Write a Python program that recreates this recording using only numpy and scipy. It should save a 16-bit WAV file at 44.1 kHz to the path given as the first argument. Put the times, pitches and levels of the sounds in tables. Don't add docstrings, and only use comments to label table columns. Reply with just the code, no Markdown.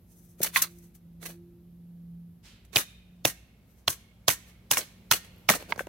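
import sys
import numpy as np
from scipy import signal
from scipy.fft import rfft, irfft, next_fast_len
from scipy.io import wavfile

SR = 44100
rng = np.random.default_rng(int(sys.argv[2]) if len(sys.argv) > 2 else 0)


def generate_wav(sig):
    pcm = np.round(np.clip(np.atleast_2d(sig).T, -1, 1) * 32767).astype(np.int16)
    wavfile.write(sys.argv[1], SR, pcm)


N = 259308
TOP_HZ = 16000
CHOPPING_S = 2

# t/s, thud/dB, body/dB, body/Hz, clack/dB, clack/Hz, crack/dB,
# rebound/dB, crushed leaves/dB, their crispness/dB, left-right/dB
BLOWS = [(2.7588, -26.5, -29.5, 700, -10.5, 3900, -20.5, -.5, -27, 4.5, -1.5),
         (3.2504, -21, -23, 730, -15.5, 3350, -17.5, -10, -33, 6, -2),
         (3.8779, -26.5, -28, 1020, -14, 4100, -25, -14, -37, 9.5, -2),
         (4.2802, -26, -23, 1000, -12, 4100, -16, -3.5, -29.5, 8, -4),
         (4.7108, -30, -29, 880, -18.5, 3500, -15, -5, -29.5, 4.5, -3),
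         (5.1119, -28.5, -22, 1330, -13.5, 4000, -16, -.5, -27.5, 3.5, -2),
         (5.4886, -23, -21, 1230, -12, 2850, -18.5, 2.5, -23.5, 0, -3)]


def contacts():
    # delay/s, thud/dB, body/dB, body f ratio, clack/dB, clack f ratio, crack/dB
    touch = (0, -4, -1, 1.03, -4, 1.02, -5.5)
    bite = (.0024, -1, -2, .68, -.6, .8, 1)
    rebound = (.0098, -7, -3.5, .95, -5.3, .64, 1.2)
    # t/s, thud/dB, body/dB, body/Hz, body t60/s, clack/dB, clack/Hz, crack/dB, left-right/dB
    loose_knocks = [(0.4042, -31, -33, 400, .027, -60, 2240, -53, -.5),
                    (0.5605, -54, -25.5, 1060, .055, -13.5, 2010, -39, -3),
                    (0.5655, -54, -25, 1075, .11, -20, 1854, -30.5, -10),
                    (4.7711, -39, -27, 1086, .019, -18, 2270, -24.5, -4.5),
                    (5.5023, -21, -20.5, 620, .019, -18.5, 3690, -21, 4.5),
                    (5.537, -34, -29.5, 1200, .018, -31, 2070, -40, 0),
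                    (5.6245, -55, -46, 500, .01, -45, 2610, -51, 0),
                    (5.7222, -39, -26.5, 930, .024, -18.5, 2130, -59, -5.5),
                    (5.76, -48, -43, 562, .02, -49, 4710, -57, -7),
                    (5.778, -42, -39, 505, .024, -46, 1630, -49, -3),
                    (5.793, -49, -29, 1543, .07, -26, 1580, -47, 5.5),
                    (5.8064, -45, -32.5, 560, .026, -34, 1630, -61, -.5),
                    (5.8692, -58, -39, 564, .016, -50, 2730, -53, -4)]
    first_thud_hz, thud_rise_hz, loose_thud_hz = 139, 2.5, 190
    body_t60 = .017
    for k, row in enumerate(BLOWS):
        s, thud_db, body_db, body_hz, clack_db, clack_hz, crack_db, rebound_db, _, _, pan_db = row
        parted = k == len(BLOWS) - 1
        thud_hz = loose_thud_hz if parted else first_thud_hz + thud_rise_hz * k
        for offsets, db in [(touch, 0), (bite, 0), (rebound, rebound_db)]:
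            delay, thud, body, body_ratio, clack, clack_ratio, crack = offsets
            yield (s + delay, thud_db + thud + db, thud_hz,
                   body_db + body + db, body_hz * body_ratio, body_t60,
                   clack_db + clack + db, clack_hz * clack_ratio, crack_db + crack + db, pan_db)
    for s, thud_db, *wood in loose_knocks:
        yield s, thud_db, loose_thud_hz, *wood


def knocks():
    # f/Hz, level/dB
    hiss_spectrum = [(2500, -17), (4500, -3.5), (6000, -1), (7500, -8.5), (12000, -10), (16000, -14.5)]
    crack_spectrum = [(3000, -28.5), (5200, -1.5), (6300, 3.5), (8500, -4), (11000, 2), (13000, 1),
                      (16000, -3)]
    # f/Hz, level/dB, t60/s
    ring_modes = [(1066, -0.5, .09), (1504, -5.5, 0.16), (1620, 0.5, .16), (1850, -5, 0.25),
                  (2460, -2, .12), (2871, -0.5, 0.13), (4358, -5.5, .09), (4400, -4.5, .09),
                  (6262, -1, 0.08), (7865, 0, .14), (11800, -3.5, 0.092), (12675, -1.5, 0.17)]
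    out = np.zeros((2, N))
    clock = np.arange(-SR // 80, SR // 3) / SR
    t = np.maximum(clock, 0)
    for row in contacts():
        s, thud_db, thud_hz, body_db, body_hz, body_t60, clack_db, clack_hz, crack_db, pan_db = row
        hiss = noise(hiss_spectrum, len(t)) * np.exp(-np.abs(clock) / .0022)
        thud = mode(t, thud_hz, t60=.032, attack=.001)
        thud += .48 * burst(t, band(thud_hz * .96, skirt_db=14), t60=.14, attack=.0015)
        sharpness = min(body_t60 / .017, 3)
        body = .83 * mode(t, body_hz, body_t60, attack=.0003)
        body += .84 * burst(t, band(body_hz, skirt_db=20 * sharpness), t60=.02, attack=.00098)
        clack = .56 * mode(t, clack_hz, t60=.013, attack=.0002)
        clack += .6 * burst(t, band(clack_hz, skirt_db=48.5), t60=.013, attack=.0004)
        crack = burst(t, crack_spectrum, t60=.016, attack=.0007)
        grip = 1 + rng.normal(0, .0017)
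        ring = np.zeros((2, len(t)))
        for hz, db, t60 in ring_modes:
            envelope = (clock > 0) * amp(db + rng.normal(0, 2)) * fade(t, t60)
            ring += envelope * np.sin(2 * np.pi * hz * grip * t + rng.uniform(0, 2 * np.pi, (2, 1)))
        wood = amp(thud_db - 4.5) * thud + amp(body_db) * body + amp(clack_db - 2) * clack
        edge = amp(crack_db) * (.85 * crack + amp(-7.5) * hiss + amp(-21.5) * ring)
        add(out, s + clock[0], wood + edge, pan_db)
    return out


def mode(t, hz, t60, attack):
    t = np.maximum(t - rng.uniform(0, .00009, (2, 1)), 0)
    ringing = np.sin(2 * np.pi * hz * t) * fade(t, t60) * (1 - np.exp(-t / attack))
    own_band = signal.butter(2, [hz / 2, hz * 1.9], "band", fs=SR, output="sos")
    return fixed_energy(signal.sosfilt(own_band, ringing))


def burst(t, spectrum, t60, attack):
    puff = rng.standard_normal((2, len(t))) * fade(t, t60) * (1 - np.exp(-t / attack))
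    return fixed_energy(stereo(puff, spectrum))


def band(centre_hz, skirt_db):
    return [(centre_hz * 2 ** k, -skirt_db * (k / 2) ** 2) for k in np.arange(-3, 3.5, .5)]


def blade():
    free, wedged = (3680, -51.5, .95), (2180, -60, 1.3)  # f/Hz, level/dB, t60/s
    out, t = np.zeros((2, N)), np.arange(SR) / SR
    for k, (s, *_) in enumerate(BLOWS[:-1]):
        hz, db, t60 = wedged if k else free
        tone = waver(SR, corner_hz=35) * np.sin(2 * np.pi * hz * t)
        add(out, s, amp(db) * fade(t, t60) * tone, pan_db=-1)
    return out


def leaf_loads():
    # delay/s, level/dB, soil/dB, crispness/dB, rise/s
    grind = [(.026, -.5, -11, 0, .011), (.052, -10, -17, -1, .009)]
    # peak t/s, level/dB, soil/dB, crispness/dB, rise/s, left-right/dB
    landings = [(0.398, -63, -3, 8, .012, 0), (0.419, -39, -6, 9, .003, 0),
                (0.433, -30, -15, 13.5, .003, -4), (0.446, -31.5, -11, 6.5, .004, 0),
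                (0.467, -34.5, -10, 2.5, .012, -2), (0.573, -27.5, -26, 4, .02, -1),
                (0.623, -29.5, -24, 13.5, .0038, -1), (0.642, -37, -16, 0, .014, -5),
                (0.787, -74, -4, 20, .003, 5), (0.955, -68, -9, 13.5, .009, 1),
                (1.235, -48, -3, 4, .015, -7), (1.261, -41, -6, 7, .007, -4),
                (1.299, -51, -1, 5, .023, -1.5), (2.651, -66, -12, 7, .003, -4),
                (2.736, -48, -6, 2, .007, -18), (2.754, -39, -6, 0, .007, -14),
                (4.492, -60, -8, 0, .03, -2), (4.782, -31, -5, 9.5, .008, -1.5),
                (4.81, -41, -9, -1, .022, -3), (5.251, -57, -5, 2, .009, 0), (5.554, -35, -1, 6, .007, -.5),
                (5.61, -49, 0, -3, .02, 0), (5.708, -46, 3, -2, .016, -1), (5.801, -46, -5, 4.5, .013, -.5)]
    # start/s, end/s, level/dB, crispness/dB
    stirring = [(.125, .33, -80, 17.5), (.71, .84, -73.5, 13), (3.72, 3.82, -75, 6)]
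    stirs_per_s, stir_soil_db, stir_rise_s = 16, -3, .034
    for s, *_, leaves_db, crispness_db, pan_db in BLOWS:
        for delay, db, soil_db, crisper_db, rise in grind:
            yield s + delay, leaves_db + db, soil_db, crispness_db + crisper_db, rise, pan_db / 2
    yield from landings
    for start, end, db, crispness_db in stirring:
        for s in np.arange(start, end, 1 / stirs_per_s):
            yield (s + rng.normal(0, .006), db + rng.normal(0, 1.5),
                   stir_soil_db, crispness_db, stir_rise_s, rng.normal(-1, 2))


def crunches():
    # f/Hz, level/dB
    soil_spectrum = [(100, -10), (280, -1), (480, 2.5), (700, -0.5), (900, -8.5), (1400, -27)]
    litter_spectrum = [(600, -26.5), (950, -6.5), (1350, -3.5), (1900, -3), (2400, -3), (3200, -5.5),
                       (4300, -4), (6500, -22)]
    crisp_spectrum = [(2800, -17), (4600, -9), (6200, 4), (7200, -2.5), (8000, 1), (9200, 0.5),
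                      (12500, 2.5), (16000, -3)]
    out = np.zeros((2, N))
    t = np.arange(-SR // 8, SR // 3) / SR
    for s, db, soil_db, crispness_db, rise, pan_db in leaf_loads():
        tilt_db = 1.3 if s < CHOPPING_S else -1.7
        t60 = .042 + 5.5 * rise
        abrupt = 1 + np.exp(-rise / .036)
        swell = np.exp(-(np.maximum(-t, 0) / rise) ** abrupt) * fade(t, t60)
        soil = noise(soil_spectrum, len(t))
        woody = crackle(hollowed(litter_spectrum, depth_db=6.5), len(t), rate=700, spread_db=.5, bed=.6)
        treble = [(hz, level + tilt_db * np.log2(hz / 9000)) for hz, level in crisp_spectrum]
        crisp = crackle(hollowed(treble, depth_db=2.5), len(t), rate=5800, spread_db=5, bed=1)
        crunch = amp(soil_db) * soil + woody + amp(crispness_db) * crisp
        add(out, s + t[0], amp(db) * swell * crunch, pan_db)
    return out


def crackle(spectrum, n, rate, spread_db, bed):
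    breaks = rng.random(n) < rate / SR
    sizes = amp(spread_db * np.minimum(rng.exponential(size=n), 3))
    snaps = unit(breaks * sizes * rng.uniform(-1.2, 1, (2, n)))
    return stereo(snaps + bed * rng.standard_normal((2, n)), spectrum)


def hollowed(spectrum, depth_db):
    hz = np.arange(100, TOP_HZ, 110)
    return np.transpose([hz, along(spectrum, hz) + depth_db * rng.uniform(-1, 1, len(hz))])


def tree_tail(n):
    # f/Hz, level/dB
    echo_spectrum = [(100, -15), (350, -7), (1000, -5), (2200, -5), (3600, -1.5), (6000, 0.5), (9000, -2),
                     (16000, -7)]
    # f/Hz, t60/s
    decay_times = [(150, .8), (1000, .5), (2500, 1), (6000, 0.42), (15000, 0.42)]
    hz, t, bands = signal.stft(noise(echo_spectrum, n), SR, nperseg=256)
    dying = bands * fade(t, along(decay_times, hz)[:, None])
    return signal.istft(dying, SR, nperseg=256)[1][:, :n]


def tree_echo(x, build_s):
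    tail = tree_tail(SR) * (1 - np.exp(-np.arange(SR) / SR / build_s))
    return signal.fftconvolve(x, tail / np.linalg.norm(tail[0]), axes=1)[:, :N]


def lone_echo(s, db, attack):
    out, t = np.zeros((2, N)), np.arange(SR) / SR
    wash = unit(filtered(tree_tail(SR), lambda hz: hz / np.hypot(hz, 900) / np.hypot(1, hz / 4000)))
    envelope = fade(t, 8) * (1 - np.exp(-(t / attack) ** 2))
    add(out, s, amp(db) * envelope * wash, pan_db=-2)
    return out


def engine():
    # t/s, f/Hz
    pitch = [(0, 173.4), (.52, 171.3), (.75, 173.3), (1.25, 168.5), (1.4, 172.5), (1.7, 173), (2.15, 170.8),
             (2.42, 171), (2.6, 179.5), (3.0, 179), (3.3, 174), (3.75, 179)]
    # t/s, level/dB
    throb = [(2.35, -79), (2.6, -64)]
    drone = [(0, -63), (.52, -54.5), (.87, -53), (.93, -64), (1.05, -52), (1.3, -49), (1.55, -58),
             (1.75, -51), (2.15, -44), (2.3, -49), (2.5, -69), (3.18, -55), (3.45, -69), (5.35, -61)]
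    octave = [(0, -76), (.52, -66.5), (.77, -58), (1.05, -79), (1.25, -68), (1.36, -54), (1.58, -59.5),
              (1.72, -73), (2.6, -83)]
    hz, throb_db, drone_db, octave_db = curves(pitch) + curves(throb) + curves(drone) + curves(octave)
    phase = 2 * np.pi * np.cumsum(hz) / SR
    hum = amp(throb_db) * np.sin(phase / 3) + amp(drone_db) * np.sin(phase)
    hum += amp(octave_db) * np.sin(2 * phase)
    return hum * np.sqrt(2) * amp([[-.4], [.4]])


def whistles():
    # t/s, f/Hz, level/dB, half-length/s
    crests = [(3.73, 13000, -70, .06), (5.39, 12700, -67, .05)]
    out, t = np.zeros((2, N)), np.arange(-SR // 8, SR // 8) / SR
    for s, crest_hz, db, half in crests:
        hz = crest_hz * np.exp(-.08 * (t / half) ** 2)
        tone = waver(len(t), corner_hz=150) * np.sin(2 * np.pi * np.cumsum(hz) / SR)
        add(out, s + t[0], amp(db) * np.exp(-(t / half) ** 2) * tone, pan_db=4)
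    return out


def forest():
    # t/s, rumble/dB, air/dB, hiss/dB
    levels = [(0, -59, -73, -73.5), (1, -57.5, -73.5, -77.5), (2.35, -58, -75, -76), (2.55, -58, -72, -80),
              (4.2, -59.5, -69.5, -81), (5.88, -53.5, -61.5, -75)]
    # f/Hz, level/dB
    rumble = [(20, -31), (38, -11.5), (55, 2.5), (78, -5), (100, 0), (140, -6.5), (220, -6), (300, -16.5),
              (450, -23), (700, -36), (1500, -56)]
    air = [(200, -5), (500, 7), (1000, -2), (2200, -6.5), (4000, -8), (8000, -14), (16000, -14.5)]
    hiss = [(4000, -21), (8500, -18.5), (10500, -0.5), (13000, 3.5), (16000, -11)]
    return sum(amp(db) * noise(spectrum, N) for db, spectrum in zip(curves(levels), [rumble, air, hiss]))


def stereo(pair, spectrum):
    # f/Hz, correlation
    likeness = [(60, 0.98), (300, .92), (700, 0.58), (1400, 0.34), (3100, .35), (6500, 0), (16000, 0.067)]

    def mid_side(hz):
        turn = np.arccos(np.clip(along(likeness, hz), -1, 1)) / 2
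        return amp(along(spectrum, hz)) * [np.cos(turn), np.sin(turn)]

    mid, side = filtered(pair, mid_side)
    return unit(np.array([mid + side, mid - side]))


def noise(spectrum, n):
    return stereo(rng.standard_normal((2, n)), spectrum)


def waver(n, corner_hz):
    return unit(filtered(rng.standard_normal((2, n)), lambda hz: 1 / (1 + (hz / corner_hz) ** 2)))


def amp(db):
    return 10 ** (np.asarray(db) / 20)


def unit(x):
    return x / np.sqrt(np.mean(x ** 2) + 1e-20)


def fixed_energy(x):
    return x * np.sqrt(.005 * SR / np.sum(np.mean(x ** 2, axis=0)))


def fade(t, t60):
    return np.exp(-np.log(1000) * np.maximum(t, 0) / t60)


def along(points, hz):
    f, v = np.transpose(points)
    return np.interp(np.log(hz + 1), np.log(f + 1), v)


def curves(rows):
    s, *cols = np.transpose(rows)
    return [np.interp(np.arange(N) / SR, s, c) for c in cols]


def filtered(x, response):
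    n = x.shape[-1]
    m = next_fast_len(n + 8192)
    return irfft(rfft(x, m) * response(np.fft.rfftfreq(m, 1 / SR)), m)[..., :n]


def add(track, s, x, pan_db):
    start = round(s * SR)
    x = x[:, max(-start, 0):max(N - start, 0)] * unit(amp([[pan_db / 2], [-pan_db / 2]]))
    track[:, max(start, 0):][:, :x.shape[1]] += x


def scene():
    wood, leaves = knocks(), crunches()
    # f/Hz, level/dB
    to_trees = [(2300, -.5), (3400, -7), (4800, -6.5), (6500, .5)]
    spread = filtered(wood, lambda hz: amp(along(to_trees, hz)))
    send = np.where(np.arange(N) / SR < CHOPPING_S, amp(-13), 1)
    trees = tree_echo(send * (amp(-27) * spread + amp(-22) * leaves), build_s=.0053)
    close = wood + leaves + blade()
    return close + trees + lone_echo(s=2.422, db=-61.5, attack=.033) + engine() + whistles() + forest()


def record(dry):
    # f/Hz, left-right/dB
    mismatch = [(250, -0.5), (2000, -1), (4300, -0.5), (7500, -1), (12000, 4.5), (16000, 4)]
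    coloured = filtered(dry, lambda hz: amp(along(mismatch, hz) / 2) ** np.array([[1], [-1]]))
    low_cut = signal.sosfilt(signal.butter(2, 27, "high", fs=SR, output="sos"), coloured)
    return filtered(low_cut, lambda hz: 1 / np.sqrt(1 + (hz / TOP_HZ) ** 160))


dry = scene()
out = record(dry)
generate_wav(out)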